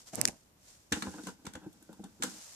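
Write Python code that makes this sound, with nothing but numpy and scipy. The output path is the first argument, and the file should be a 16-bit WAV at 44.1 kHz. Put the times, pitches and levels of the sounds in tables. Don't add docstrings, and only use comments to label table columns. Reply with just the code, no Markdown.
import sys
import numpy as np
from scipy import signal
from scipy.fft import rfft, irfft
from scipy.io import wavfile
from scipy.ndimage import uniform_filter1d

SR = 44100
rng = np.random.default_rng(int(sys.argv[2]) if len(sys.argv) > 2 else 0)


def gain_from_db(level_db):
    decades = np.asarray(level_db, float) / 20
    return 10 ** decades


def unload_wav(signal):
    wavfile.write(
        sys.argv[1],
        SR,
        np.round(np.clip(np.atleast_2d(signal).T, -1, 1) * 32767).astype(np.int16),
    )


N = 112454
T = np.arange(N) / SR

# (frequency [Hz], level [dB])
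PANEL_MODES = [(190, 2), (248, 1), (305, 0.5), (480, -6.5), (835, -2), (980, -3.5), (1520, 4.5),
               (2700, 2.5), (3600, 6.5)]
# (frequency [Hz], bandwidth [Hz])
MIC_PORTS = [(5600, 2500), (7450, 3300)]


def unit(x):
    return x / np.sqrt(np.mean(x ** 2))


def colour(x, points, tilt_db=0.):
    hz = np.maximum(np.fft.rfftfreq(x.shape[-1], 1 / SR), 1)
    p = np.array(points)
    db = np.interp(np.log(hz), np.log(p[:, 0]), p[:, 1], left=-90, right=-90)
    db = db + tilt_db * np.log2(hz / 3000)
    return irfft(rfft(x) * gain_from_db(db), x.shape[-1])


def curve(rows):
    p = np.array(rows)
    return gain_from_db(np.interp(T, p[:, 0], p[:, 1], left=-120, right=-120))


def walk(rate_hz):
    hold = int(SR / rate_hz)
    steps = np.repeat(rng.standard_normal(N // hold + 1), hold)
    return uniform_filter1d(steps, hold)[:N]


def peak(x, hz, width_hz):
    return signal.lfilter(*signal.iirpeak(hz, hz / width_hz, SR), x)


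def add(out, s, x):
    i = int(s * SR)
    out[..., i:i + x.shape[-1]] += x[..., :N - i]


def pan(db):
    return gain_from_db(np.array([[db / 2], [-db / 2]]))


def panel(force, spot):
    spread_db, detune = 2.5, 0.035
    ring = 0
    for k, (hz, db) in enumerate(PANEL_MODES):
        t60_s = 0.056 * (250 / hz) ** 0.82
        width_hz = np.log(1000) / np.pi / t60_s
        mode = peak(force, hz * (1 + detune * spot[k, 1]), width_hz)
        ring = ring + (-1) ** k * gain_from_db(db + spread_db * spot[k, 0]) * mode
    return ring


def knocks():
    # (time [s], peak level [dB], contact time [ms])
    blows = [(0.918, -26.5, 3.16), (0.932, -23, 0.28), (1.023, -33, 1.07), (1.069, -35.5, 0.9),
             (1.137, -43.5, 0.74), (1.184, -43.5, 0.58), (1.231, -43.5, 2.8), (1.269, -36.5, 1.02),
             (1.286, -36.5, 0.83), (1.447, -42, 1.64), (1.466, -36, 1.18), (1.554, -37.5, 0.94),
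             (1.663, -35, 1.65), (1.891, -39.5, 1.8), (1.928, -48, 1.04), (1.994, -37, 2.07),
             (2.036, -41.5, 1.11), (2.198, -40.5, 2.6), (2.2352, -27.5, 1.03)]
    rattle_rise_s, rattle_t60_s, rattle_db = 0.0021, 0.059, -19.4
    out, t = np.zeros(N), T[:SR // 4]
    shape = (1 - np.exp(-t / rattle_rise_s)) * 1000 ** (-t / rattle_t60_s)
    noises = rng.standard_normal((len(blows), len(t)))
    spots = rng.standard_normal((len(blows), len(PANEL_MODES), 2))
    for (s, db, ms), noise, spot in zip(blows, noises, spots):
        push = np.sin(np.pi * np.minimum(t * 1000 / ms, 1)) ** 2
        rattle = signal.fftconvolve(noise * shape, push)[:len(t)]
        ring = panel(push + gain_from_db(rattle_db) * rattle, spot)
        add(out, s, gain_from_db(db) * ring / np.abs(ring).max())
    return out


def button_noises():
    # (time [s], relative level [dB], tilt [dB per octave])
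    button_bursts = [(0.9215, -11.5, -4.5), (.932, -30, -21), (1.021, -20, -6.5), (1.2348, -39, -1.5),
                     (1.2685, -28, -2.5), (1.4518, -35, -5), (1.465, -27.5, -4.5), (1.534, -35.5, -1.5),
                     (1.5515, -30, -7.5), (1.727, -46.5, 10), (1.824, -43.5, 11), (1.927, -43, 5),
                     (2.0384, -38, 1), (2.222, -16.5, -5.5), (2.233, -15, 1)]
    # (frequency [Hz], gain [dB])
    burst_colour = [(590, -19), (1000, -9.5), (5190, -5.5), (7270, 3), (13900, -11), (16000, -34)]
    t60_s, ring_db = 0.028, -7.5
    burst_pan_db, ring_pan_db = -3, 4
    out, t = np.zeros((2, N)), T[:SR // 5]
    noises = rng.standard_normal((len(button_bursts), 2, len(t)))
    spots = rng.standard_normal((len(button_bursts), len(PANEL_MODES), 2))
    decay = 1000 ** (-t / t60_s) * np.minimum(t / t60_s * 10, 1)
    for (s, db, tilt_db), noise, spot in zip(button_bursts, noises, spots):
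        partly_alike = noise[0] + 2 * noise
        burst = unit(colour(partly_alike, burst_colour, tilt_db)) * decay
        ring = gain_from_db(ring_db) * unit(panel(burst[0], spot)) * np.std(burst)
        both = burst * pan(burst_pan_db) + ring * pan(ring_pan_db)
        add(out, s, gain_from_db(db) * both / 2)
    return out


def rub():
    # (time [s], level [dB])
    rub_level = [(.93, -50), (1.22, -55.5), (1.3, -48.5), (1.37, -69.5), (1.615, -57.5), (1.76, -63.5),
                 (1.87, -67.5), (2.05, -61.5), (2.17, -71), (2.27, -49), (2.4, -65.5)]
    top_hz, catch_db = 479, 6
    drag = signal.lfilter(*signal.butter(2, top_hz, fs=SR), rng.standard_normal(N))
    catches = gain_from_db(catch_db * walk(39.72))
    return curve(rub_level) * catches * unit(panel(drag, np.zeros((len(PANEL_MODES), 2))))


def jolts():
    # (time [s], initial level [dB])
    thumps = [(0.924, -33), (1.072, -38.5), (1.467, -46), (1.551, -44)]
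    plate_hz, t60_s = 82, 0.099
    out, t = np.zeros(N), T[:SR // 4]
    for s, db in thumps:
        add(out, s, gain_from_db(db) * np.sin(2 * np.pi * plate_hz * t) * 1000 ** (-t / t60_s))
    return out


def grip():
    # (time [s], peak level [dB], left-right difference [dB], pulse time scale [ms])
    ticks = [(0.1484, -40, -28, 0.32), (0.1554, -24.5, -26.5, 0.017), (0.214, -10.5, -14.5, 0.14),
             (0.2529, -5.5, 0, 0.67), (0.2762, -18, -8, 0.42), (0.2838, -24.5, -14, 0.52),
             (0.2872, -31, 11, 0.27)]
    # (time [s], level [dB])
    creak_level = [(.122, -86), (.134, -42.5), (.17, -53.5), (.183, -42), (.27, -46), (.292, -38.5),
                   (.305, -53.5), (.37, -67)]
    # (frequency [Hz], gain [dB])
    creak_colour = [(50, -7.5), (240, -1.5), (400, -10), (650, -6.5), (1300, -21.5), (3000, -25)]
    body_hz, body_width_hz, body_db = 2070, 940, -2.5
    cut = 0.37
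    out, t = np.zeros((2, N)), T[:SR // 50]
    noises = rng.standard_normal((len(ticks), 2, len(t)))
    for (s, db, lr_db, ms), noise in zip(ticks, noises):
        x = t * 1000 / ms
        snap = peak(noise * x * np.exp(-x), 4720, 6560)
        ring = np.array([peak(v, hz, width_hz) for v, (hz, width_hz) in zip(snap, MIC_PORTS)])
        ring = ring + gain_from_db(body_db) * peak(snap, body_hz, body_width_hz)
        low_hz = min(cut * 1000 / ms, SR / 5)
        ring = signal.lfilter(*signal.butter(2, low_hz, "high", fs=SR), ring)
        add(out, s, gain_from_db(db) * pan(lr_db) * ring / np.abs(ring).max(axis=1, keepdims=True))
    middle, side = unit(colour(rng.standard_normal((2, N)), creak_colour))
    creak = middle + 0.5 * side * np.array([[1], [-1]])
    return out + curve(creak_level) * gain_from_db(1.5 * walk(70)) * creak


def rustle():
    # (time [s], level [dB])
    rustle_level = [(0, -55), (.055, -65.5), (.075, -50), (.118, -63), (.135, -49.5), (.295, -48),
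                    (.33, -62), (.55, -78.5), (.69, -56.5), (.9, -72.5), (.93, -48.5), (1.2, -56.5),
                    (1.29, -51), (1.36, -71), (2.2, -68), (2.25, -49), (2.55, -53)]
    # (frequency [Hz], gain [dB])
    rustle_colour = [(290, -32), (500, -1.5), (2800, -7), (7060, -4.5), (13800, -13.5), (15000, -40)]
    grains = rng.standard_normal((2, N)) * gain_from_db(1.3 * walk(300))
    grains = colour(grains, rustle_colour)
    ported = np.array([peak(v, hz, width_hz) for v, (hz, width_hz) in zip(grains, MIC_PORTS)])
    return curve(rustle_level) * unit(grains + 1.7 * ported)


def hall():
    # (frequency [Hz], gain [dB])
    air_colour = [(26, 5), (240, -4.5), (1520, -20.5), (7430, -27), (14600, -25)]
    level_db, alike_below_hz = -66, 790
    middle, side = colour(rng.standard_normal((2, N)), air_colour)
    side = signal.lfilter(*signal.butter(1, alike_below_hz, "high", fs=SR), side) + 0.24 * side
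    return gain_from_db(level_db) * unit(np.array([middle + side, middle - side]))


def echo(bright, thud):
    t60_s, level_db, rise_s, top_hz = 0.18, -7.5, 0.0028, 7600
    t = T[:SR // 2]
    tail = rng.standard_normal((2, len(t))) * 1000 ** (-t / t60_s) * np.minimum(t / rise_s, 1)
    tail = signal.lfilter(*signal.butter(1, top_hz, fs=SR), tail)
    tail /= np.sqrt(np.sum(tail ** 2, axis=1, keepdims=True))
    return gain_from_db(level_db) * signal.fftconvolve(bright + thud / 2, tail, axes=1)[:, :N]


def scene():
    air_lag = 21
    thud_lag = 4
    bright = button_noises()
    thud = knocks() + rub()
    left = np.roll(bright[0], air_lag) + np.roll(thud, thud_lag)
    near = np.array([left, bright[1] + thud])
    return near + echo(bright, thud) + jolts() + grip() + rustle() + hall()


def low_pass(x):
    return signal.sosfilt(signal.butter(12, 16600, fs=SR, output="sos"), x)


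def record(dry):
    low_hz, top_hz = 50.6, 14800
    low_cut = signal.lfilter(*signal.butter(2, low_hz, "high", fs=SR), dry)
    mix = signal.sosfilt(signal.butter(10, top_hz, fs=SR, output="sos"), low_cut)
    return low_pass(mix)


dry = scene()
out = record(dry)
unload_wav(out)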